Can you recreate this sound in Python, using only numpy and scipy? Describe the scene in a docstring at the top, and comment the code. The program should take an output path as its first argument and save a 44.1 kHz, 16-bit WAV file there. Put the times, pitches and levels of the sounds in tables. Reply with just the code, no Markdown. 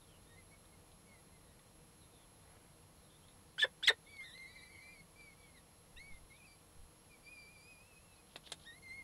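"""Falcon chicks begging in a nest box

Falcon chicks on a stone tower beg in thin, wavering whines and cheeps: trembling harmonics through a throat.
An adult gives two sharp ee-chups: gliding harmonics with rough noise between them, then a pulsed cluck.
Beak and gravel click and rustle as shaped noise bursts; a little wind bumps the microphone.
Behind lie a distant town, the hum of the hollow tower, and the nest camera's hiss and faint high whine.
"""
import sys
import numpy as np
from scipy import signal
from scipy.fft import rfft, irfft
from scipy.io import wavfile
from scipy.ndimage import uniform_filter1d

SR = 44100
rng = np.random.default_rng(int(sys.argv[2]) if len(sys.argv) > 2 else 0)


def int16_out(signal):
    """Quantize to a 16-bit WAV file."""
    q = np.round(np.clip(np.atleast_2d(signal).T, -1, 1) * 32767)
    wavfile.write(sys.argv[1], SR, q.astype(np.int16))


N = 398223


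def undb(db):
    """Decibels to gain."""
    return 10 ** (np.asarray(db) / 20)


def unit(x):
    """Scale to rms 1."""
    return x / np.sqrt(np.mean(x ** 2) + 1e-20)


def add(out, s, x):
    """Mix x into out from time s."""
    i = max(int(s * SR), 0)
    out[i:i + len(x)] += x[:max(N - i, 0)]


def wander(size, hz):
    """Smooth random motion of spread 1, up to about hz."""
    f = np.fft.rfftfreq(size + SR // 4, 1 / SR)
    return unit(irfft(rfft(rng.standard_normal(size + SR // 4)) * np.exp(-(f / hz) ** 2)))[:size]


def resonate(x, hz, width):
    """One resonance, gain 1 at its centre."""
    return signal.lfilter(*signal.iirpeak(min(hz, SR / 2 - 500), hz / width, SR), x)


def colour(x, points):
    """Shape a sound by a (Hz, dB) spectrum."""
    hz, db = np.transpose(points)
    f = np.fft.rfftfreq(len(x), 1 / SR)
    return irfft(rfft(x) * undb(np.interp(np.log(f + 1), np.log(hz), db)), len(x))


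def gate(size, edge_s):
    """An envelope that opens and closes smoothly."""
    t = np.arange(size) / SR
    return np.sin(np.pi / 2 * np.clip(np.minimum(t, t[::-1]) / edge_s, 0, 1)) ** 2


TIME = np.arange(N) / SR
TOP_HZ = 15700  # upper limit of the voices' harmonics and of the final low-pass

# Short, soft cheeps. Each row: start in seconds, length in seconds, start pitch in Hz, end pitch in Hz,
# mid-cheep level in dB before the throat.
CHEEPS = [(0.241, 0.137, 1745, 1850, -69), (0.353, 0.069, 1977, 2005, -64), (0.506, .06, 2200, 2120, -66),
          (0.716, 0.047, 2170, 2010, -69), (1.059, 0.14, 2240, 1915, -65), (1.311, 0.089, 2060, 1980, -71),
          (1.41, 0.17, 1950, 1740, -78), (5.153, 0.19, 2343, 2118, -59.5), (5.365, 0.17, 2310, 2060, -68),
          (5.534, 0.068, 2180, 1740, -63.5), (7.088, 0.079, 2440, 2220, -64)]
# Long begging whines, one list per breath. Each row: time in seconds, pitch in Hz, level in dB before the
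# throat, gape in dB that the open beak adds to the overtones.
WHINES = [
    [(4.06, 2117, -60, -8), (4.1, 2310, -65.5, 3), (4.22, 2101, -50.5, -4), (4.326, 1927, -67.5, 6.5),
     (4.372, 2100, -54.5, -2), (4.46, 2110, -54, -3), (4.51, 2300, -67.5, 4), (4.666, 2315, -64.5, 1.5),
     (4.79, 2208, -64, 0), (4.86, 2353, -61.5, -4), (4.926, 2410, -60, -3), (4.97, 2220, -68, 2),
     (5.015, 2154, -53, -3)],
    [(5.962, 1680, -59, 0), (6.0, 2110, -54.5, 1.5), (6.028, 2225, -55, -3), (6.08, 2280, -63.5, -5),
     (6.11, 2185, -60, -14), (6.19, 2050, -64, -10)],
    [(6.295, 2180, -69, 2), (6.325, 2144, -62, -6), (6.39, 2570, -72, -12), (6.43, 2370, -64.5, -8),
     (6.45, 2600, -64, -10), (6.478, 2340, -66.5, 4), (6.565, 2310, -72, 8)],
    [(7.225, 2330, -77, 2), (7.27, 2346, -59, 3), (7.315, 2467, -55.5, -11), (7.39, 2364, -58.5, -1),
     (7.46, 2327, -63.5, 3), (7.525, 2446, -63, -6), (7.6, 2323, -66.5, 6), (7.69, 2530, -64.5, 3),
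     (7.79, 2407, -66, -1), (7.885, 2680, -74, 8), (7.98, 2500, -70, -1), (8.04, 2750, -78, -3),
     (8.22, 2470, -73, 0)],
    [(8.645, 1500, -64, -2), (8.67, 1851, -55, 0.5), (8.72, 1854, -56, -6), (8.765, 2100, -65, 1),
     (8.795, 2120, -66, 7)],
    [(8.818, 2130, -62, 8), (8.85, 2117, -57, -3), (8.907, 2074, -51, -0.5), (8.975, 2190, -55, -5),
     (9.03, 2075, -53, -10)],
]
# A sibling's lower, shakier whine. Each row: time in seconds, pitch in Hz, level in dB before the throat.
SIBLING_WHINE = [(4.2, 1552, -62), (4.26, 1888, -59), (4.308, 1755, -58.5), (4.366, 2050, -60.5),
                 (4.531, 1950, -67), (4.564, 2108, -53), (4.603, 1910, -66), (4.636, 2102, -54),
                 (4.653, 1963, -65), (4.732, 2157, -65.5), (4.84, 2045, -60), (4.97, 2085, -71)]


def begging(arch_hz=64.5, end_fade_db=11.5):
    """Cheeps that bow upward in pitch and fade at both ends, and long whines; a sibling joins the first."""
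    out = np.zeros(N)
    for start_s, length_s, start_hz, end_hz, level_db in CHEEPS:
        arch = np.sin(np.linspace(0, np.pi, int(length_s * SR)))
        hz = np.linspace(start_hz, end_hz, len(arch)) + arch_hz * arch
        cheep_db = level_db - end_fade_db * (1 - arch)
        add(out, start_s, chick(hz, cheep_db, gape_db=-3.5, rasp=0.0075))
    for curve in WHINES:
        hz, level_db, gape_db = follow(curve)
        add(out, curve[0][0], chick(hz, level_db, gape_db))
    hz, level_db = follow(SIBLING_WHINE)
    sibling = chick(hz, level_db, gape_db=0, waver=0.006, rasp=0.007, flutter_db=2.5, buzz=0.028)
    add(out, SIBLING_WHINE[0][0], sibling)
    return out


# What a chick's throat and open beak pass of each harmonic. Each row: frequency in Hz, gain in dB.
CHICK_THROAT = [(1500, -12), (1780, -7.5), (2100, -1.5), (2450, -0.5), (3000, -1), (3500, -4.5),
                (3850, -0.5), (4200, -14), (4700, -9.5), (5400, -18), (6000, -26.5), (7100, -22),
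                (8600, -24), (12000, -17)]


def chick(hz, level_db, gape_db, waver=0.0057, rasp=0.0049, flutter_db=2, buzz=0.0044, buzz_hz=170):
    """A syrinx trembling in pitch and strength, hoarser where the pitch sags, filtered by throat and beak."""
    size = len(hz)
    slack = 1 + 2 * np.clip((1800 - hz) / 250, 0, 1)
    partials_db = []
    for k in range(1, 5):
        throat_db = shape_db(CHICK_THROAT, k * hz)
        partials_db.append(level_db + throat_db + gape_db * (k > 1) + flutter_db * wander(size, 36))
    # a slow second vibration of the syrinx puts side tones beside each harmonic
    throb_hz = buzz_hz * (1 + 0.127 * wander(size, 19))
    throb = np.sin(2 * np.pi * np.cumsum(throb_hz) / SR)
    tremble = waver * wander(size, 39.7) + rasp * slack * wander(size, 540) + buzz * throb
    return syrinx(hz * (1 + tremble), partials_db) * gate(size, 0.011)


def syrinx(hz, levels_db):
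    """Harmonics of a vibrating membrane, each at its own rms level."""
    phase = 2 * np.pi * np.cumsum(hz) / SR
    return np.sqrt(2) * sum(undb(db) * np.sin(k * phase) * (k * hz < TOP_HZ) for k, db in enumerate(levels_db, 1))


def follow(curve):
    """Interpolate the controls of a whine sample by sample."""
    time_s, *columns = np.transpose(curve)
    sample_s = np.arange(time_s[0], time_s[-1], 1 / SR)
    return [np.interp(sample_s, time_s, column) for column in columns]


def shape_db(points, hz):
    """Read a (Hz, dB) spectrum at hz on a log-frequency axis."""
    at_hz, db = np.transpose(points)
    return np.interp(np.log(hz), np.log(at_hz), db)


# Hoarse, half-voiced cheeps. Each row: start in seconds, length in seconds, start pitch in Hz,
# end pitch in Hz, level in dB.
WHEEZES = [(0, 0.058, 4100, 3370, -73.5), (0.065, 0.13, 3420, 2720, -73.5), (1.994, 0.072, 4200, 3620, -74),
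           (2.081, 0.19, 3900, 3250, -77), (2.951, 0.14, 4370, 3700, -78), (3.08, 0.11, 3330, 3720, -74),
           (3.197, 0.15, 3020, 4020, -75), (3.447, 0.12, 4000, 4400, -80), (4.037, .13, 3540, 3450, -72),
           (4.19, 0.075, 1000, 1770, -72), (4.313, .07, 3450, 2700, -76), (4.715, 0.083, 3244, 2885, -74.5),
           (5.4, 0.11, 3500, 3020, -76), (5.96, 0.02, 2580, 2700, -63), (6.1, .075, 3550, 3600, -77),
           (6.286, 0.11, 4100, 3570, -76), (8.095, 0.1, 3900, 4280, -76)]


def wheezes(rasp=0.0355):
    """Weak cheeps of one partial whose pitch is too unsteady to ring clear."""
    out = np.zeros(N)
    for start_s, length_s, start_hz, end_hz, level_db in WHEEZES:
        size = int(length_s * SR)
        hz = np.geomspace(start_hz, end_hz, size) * (1 + rasp * wander(size, 226))
        wheeze = syrinx(hz, [level_db + 3 * wander(size, 90)])
        add(out, start_s, wheeze * gate(size, length_s / 4))
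    return out


# The adult's ee-chups. Each row: time of the break in seconds, squeak's lead in seconds, squeak top in Hz,
# mid-squeak level in dB before colour, break level in dB, chup pitch in Hz, chup level in dB,
# share by which the chup starts sharp, chup attack in seconds, lasting chup roughness.
EE_CHUPS = [(3.6142, 0.034, 1833, -37, -33.5, 1727, -27, 0.053, 0.0154, 0.22),
            (3.872, 0.046, 1993, -38, -26, 1843, -24.5, .22, .005, .55)]
# The half-closed beak favours one band of the squeak. Each row: frequency in Hz, gain in dB.
SQUEAK_COLOUR = [(1500, -4.5), (1750, -19), (2500, -17.5), (3050, -13.5), (3450, 2.5), (3900, -4),
                 (4500, -21), (5050, -19.5), (5600, -27), (8000, -27)]


def adult(crack_rough=0.85, calm_s=0.0045):
    """A rising squeak cracks, drops into a loud note that starts harsh and clears, and closes with a cluck."""
    squeak_s, whistle_hz, whistle_lap_s = 0.038, 2500, 0.003
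    out = np.zeros(N)
    for break_s, lead_s, top_hz, squeak_db, break_db, chup_hz, chup_db, sharp, attack_s, rough in EE_CHUPS:
        # squeak: climbs, loudest in its middle
        hz = glide(squeak_s, 1463, top_hz, settle=1.33)
        swell_db = squeak_db - 2.5 * (1 - np.sin(np.linspace(0, np.pi, len(hz))))
        partials_db = [swell_db + shape_db(SQUEAK_COLOUR, k * hz) for k in range(1, 4)]
        add(out, break_s - lead_s, note(hz, partials_db, rough=0.59, edge_s=0.0025))

        # if the break comes late, the voice flips up to a thin whistle until then
        if lead_s > squeak_s:
            hz = np.full(int((lead_s - squeak_s + 2 * whistle_lap_s) * SR), float(whistle_hz))
            whistle = undb(-44.5) * note(hz, [-12, 0, -15], rough=0.48, edge_s=0.0026)
            add(out, break_s - lead_s + squeak_s - whistle_lap_s, whistle)

        # break: the voice cracks and tumbles
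        hz = glide(0.012, 3770, 2850, settle=1.2)
        add(out, break_s, undb(break_db) * note(hz, [0, -22, -46], rough=0.8, edge_s=0.0029))

        # chup: swells from 22.5 dB below its level
        hz = glide(0.028, chup_hz * (1 + sharp), chup_hz, settle=3.93)
        t = np.arange(len(hz)) / SR
        swell = undb(chup_db - 22.5 * np.clip(1 - t / attack_s, 0, 1) ** 2)
        harsh = rough + crack_rough * np.exp(-t / calm_s)
        add(out, break_s + 0.004, swell * note(hz, [0, -4, -25], harsh, edge_s=0.0054))

        # rough tail over a low cluck
        hz = glide(0.023, chup_hz, chup_hz * 0.97, settle=1.3)
        tail = note(hz, [0, -10.5, -23], rough=0.43, edge_s=0.0027)
        add(out, break_s + 0.02, undb(chup_db - 18.5) * tail)
        add(out, break_s + 0.028, undb(chup_db - 9.5) * cluck())
    return out


def note(hz, partials_db, rough, edge_s):
    """Five harmonics of the adult's voice; roughness jitters them and adds noise between them and at the beak."""
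    size = len(hz)
    low_db, octave_db, third_db = partials_db
    harmonics_db = [low_db, octave_db, third_db, third_db - 11, third_db - 13]
    tone = syrinx(hz * (1 + 0.05 * rough * wander(size, 1000)), harmonics_db)
    shimmer = undb(2.5 * rough * wander(size, 970))
    rasp = undb(-11) * noise_band(size, 2500, 2200)
    beak_air = undb(-18) * noise_band(size, 8140, 1300)
    noise = rough * undb(np.maximum(low_db, octave_db)) * (rasp + beak_air)
    return (tone * shimmer + noise) * gate(size, edge_s)


def glide(length_s, start_hz, end_hz, settle):
    """A pitch glide that slows exponentially as it nears its end."""
    progress = np.expm1(-settle * np.linspace(0, 1, int(length_s * SR))) / np.expm1(-settle)
    return start_hz + (end_hz - start_hz) * progress


# Resonances of the adult's throat. Each row: centre in Hz, width in Hz, gain in dB relative to the others.
THROAT = [(460, 350, 11), (755, 840, -13), (1450, 430, 0.5), (2795, 400, -16.5)]


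def cluck(pulse_hz=470, scatter=0.13, soft_hz=2900):
    """The slackening membrane flaps softly a few uneven times and rings the throat."""
    size = int(0.013 * SR)
    flap_hz = pulse_hz * (1 + scatter * wander(size, 400))
    cycles = np.floor(np.cumsum(flap_hz) / SR + 0.64)
    flaps = np.diff(cycles, prepend=0) * gate(size, 0.000835)
    flaps = np.pad(flaps, (0, size))  # room to ring
    soften = signal.butter(3, [330, soft_hz], "band", fs=SR, output="sos")
    flaps = signal.sosfilt(soften, flaps)
    ringing = sum(undb(db) * resonate(flaps, hz, width_hz) for hz, width_hz, db in THROAT)
    return unit(ringing) / np.sqrt(2)


def noise_band(size, hz, width):
    """Noise of rms 1 in a steep-sided band."""
    return unit(resonate(resonate(rng.standard_normal(size), hz, width), hz, width))


# Beak and gravel clicks. Each row: time in seconds, peak level in dB before strength_db,
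# treble gain in dB before bright_db, ring t60 in seconds.
CLICKS = [(0.6544, -58, -24, 0.03), (0.9169, -57, -16, 0.033), (1.5934, -58.5, -28, 0.03),
          (3.2844, -56.5, -37, 0.045), (4.1674, -51.5, -5, 0.043), (4.3767, -52, -26, 0.022),
          (5.2104, -59, -2, 0.019), (8.3588, -35, -35, 0.023), (8.3642, -41.5, -6, 0.03),
          (8.4716, -47, -27, 0.033), (8.4993, -51, -21, 0.036), (8.519, -32.5, -2.5, 0.049)]
# Spectrum of a click. Each row: frequency in Hz, gain in dB.
CLICK_COLOUR = [(120, -36), (200, -7.5), (694, -1.5), (1140, -10), (2780, -3.5), (3090, -6), (3630, 5),
                (5560, -14.5), (8980, -7.5), (14000, -33)]


def clicks(strength_db=-6, bright_db=6, grain_db=3):
    """A snap and a quickly dying crunch of tiny contacts: coloured noise, uneven and decaying."""
    out = np.zeros(N)
    t = np.arange(SR // 8) / SR
    treble_band = signal.butter(2, [5500, 10500], "band", fs=SR, output="sos")
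    for click_s, level_db, treble_db, t60_s in CLICKS:
        grain = undb(grain_db * wander(len(t), 560))
        crunch = rng.standard_normal(len(t)) * grain * np.exp(-np.log(1000) * t / t60_s)
        body = colour(np.pad(crunch, (SR // 100, 0)), CLICK_COLOUR)
        treble = signal.sosfiltfilt(treble_band, body)
        snap = body + (undb(treble_db + bright_db) - 1) * treble
        peak = np.sqrt(uniform_filter1d(snap ** 2, SR // 500).max())  # rms over 2 ms
        add(out, click_s - 1 / 100, undb(level_db + strength_db) * snap / peak)
    return out


# Feet and feathers stir the gravel. Each row: start in seconds, length in seconds, centre in Hz,
# rms level in dB before the swell.
RUSTLES = [(2.377, 0.34, 880, -72), (8.256, 0.11, 3370, -72.5), (8.427, 0.09, 3470, -63),
           (8.559, 0.12, 3700, -70)]


def rustles(grain_db=5):
    """Soft swells of uneven scraping: band noise with a random grain."""
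    out = np.zeros(N)
    for start_s, length_s, hz, level_db in RUSTLES:
        size = int(length_s * SR)
        scrape = noise_band(size, hz, 1700) * undb(grain_db * wander(size, 93))
        add(out, start_s, undb(level_db) * unit(scrape) * gate(size, length_s / 3))
    return out


def stone_walls(x, wet_db, t60_s):
    """Dense, short reflections from the box and the parapet: decaying noise convolved with the sound."""
    t = np.arange(SR // 3) / SR
    tail = rng.standard_normal(len(t)) * np.exp(-np.log(1000) * t / t60_s) * (t > 0.004)
    tail = resonate(tail, 1200, 6000)
    tail = tail / np.linalg.norm(tail)
    return x + undb(wet_db) * signal.fftconvolve(x, tail)[:N]


# Puffs of wind. Each row: start in seconds, length in seconds, level in dB before the swell.
PUFFS = [(5.929, .1, -56), (6.033, 0.19, -53), (6.184, 0.1, -57.5), (6.728, .17, -54)]


def wind(corner_hz=70):
    """Soft low bumps of air on the microphone: slow random pressure."""
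    out = np.zeros(N)
    for start_s, length_s, level_db in PUFFS:
        size = int(length_s * SR)
        add(out, start_s, undb(level_db) * wander(size, corner_hz) * gate(size, length_s / 2))
    return out


# Distant town and microphone hiss. Each row: frequency in Hz, relative level in dB.
FLOOR = [(15, -44), (25, 0.5), (86, -2), (126, -6.5), (164, -4), (313, -11), (340, -14), (482, -11),
         (1100, -13.5), (1600, -20.5), (2010, -20), (3530, -21.5), (7910, -27), (10400, -27.5),
         (11200, -26.5), (12200, -33.5), (15500, -33.5)]
# Swell of the distant town. Each row: time in seconds, level in dB before the rows' mean is taken off.
TOWN = [(0, 1.5), (2.7, 1.2), (2.999, 0.7), (8, -1), (8.999, 1)]
# Low hum of the hollow tower. Each row: centre in Hz, width in Hz, rms level in dB before the swell.
HOLLOW = [(92, 8.5, -73.5), (160.2, 16, -73.5), (317, 9.1, -79.5), (475, 24.9, -77.5)]
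# Whine of the camera's electronics. Each row: frequency in Hz, rms level in dB before its flutter.
CAMERA_WHINE = [(4134.4, -84.5), (5512.5, -89), (6890.6, -89.5), (8268.8, -84), (9646.9, -86), (11025, -72)]


def background(air_db=-65, air_flicker_db=0.03, hiss_db=-80, whine_flutter_db=1.3):
    """Coloured town noise and resonant tower hum that swell together, and the camera's hiss and steady tones."""
    time_s, town_db = np.transpose(TOWN)
    swell = undb(np.interp(TIME, time_s, town_db - np.mean(town_db)))
    air_gain = undb(air_db + air_flicker_db * wander(N, 8))
    air = air_gain * unit(colour(rng.standard_normal(N), FLOOR))
    rumble = signal.sosfiltfilt(signal.butter(2, 500, fs=SR, output="sos"), air)
    hum = np.zeros(N)
    for hz, width_hz, level_db in HOLLOW:
        hum += undb(level_db) * unit(resonate(rng.standard_normal(N), hz, width_hz))
    whine = np.zeros(N)
    for hz, level_db in CAMERA_WHINE:
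        gain = undb(level_db + whine_flutter_db * wander(N, 13.4))
        whine += np.sqrt(2) * gain * np.sin(2 * np.pi * hz * TIME)
    hiss = undb(hiss_db) * noise_band(N, 11300, 700)
    # only the air below 500 Hz swells
    return air - rumble + swell * (rumble + hum) + whine + hiss


def scene():
    """Chicks, adult, clicks and rustles ring in the stone enclosure; background and wind stay dry."""
    nest = stone_walls(begging() + wheezes(), wet_db=-13.5, t60_s=0.1)
    parent = stone_walls(adult() + clicks() + rustles(), wet_db=-15.5, t60_s=0.079)
    return (nest + parent + background() + wind())[None]


# The sound cuts out for an instant. Each row: start in seconds, length in seconds.
DROPOUTS = [(3.6088, .002), (3.8861, .0026)]


def record(dry):
    """The camera drops two instants of sound, then a steep low-pass cuts the top."""
    live = np.ones(N)
    for start_s, length_s in DROPOUTS:
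        live[(TIME > start_s) & (TIME < start_s + length_s)] = 0
    low_pass = signal.ellip(10, 0.2, 70, TOP_HZ, fs=SR, output="sos")
    return signal.sosfilt(low_pass, dry * live)


dry = scene()
out = record(dry)
int16_out(out)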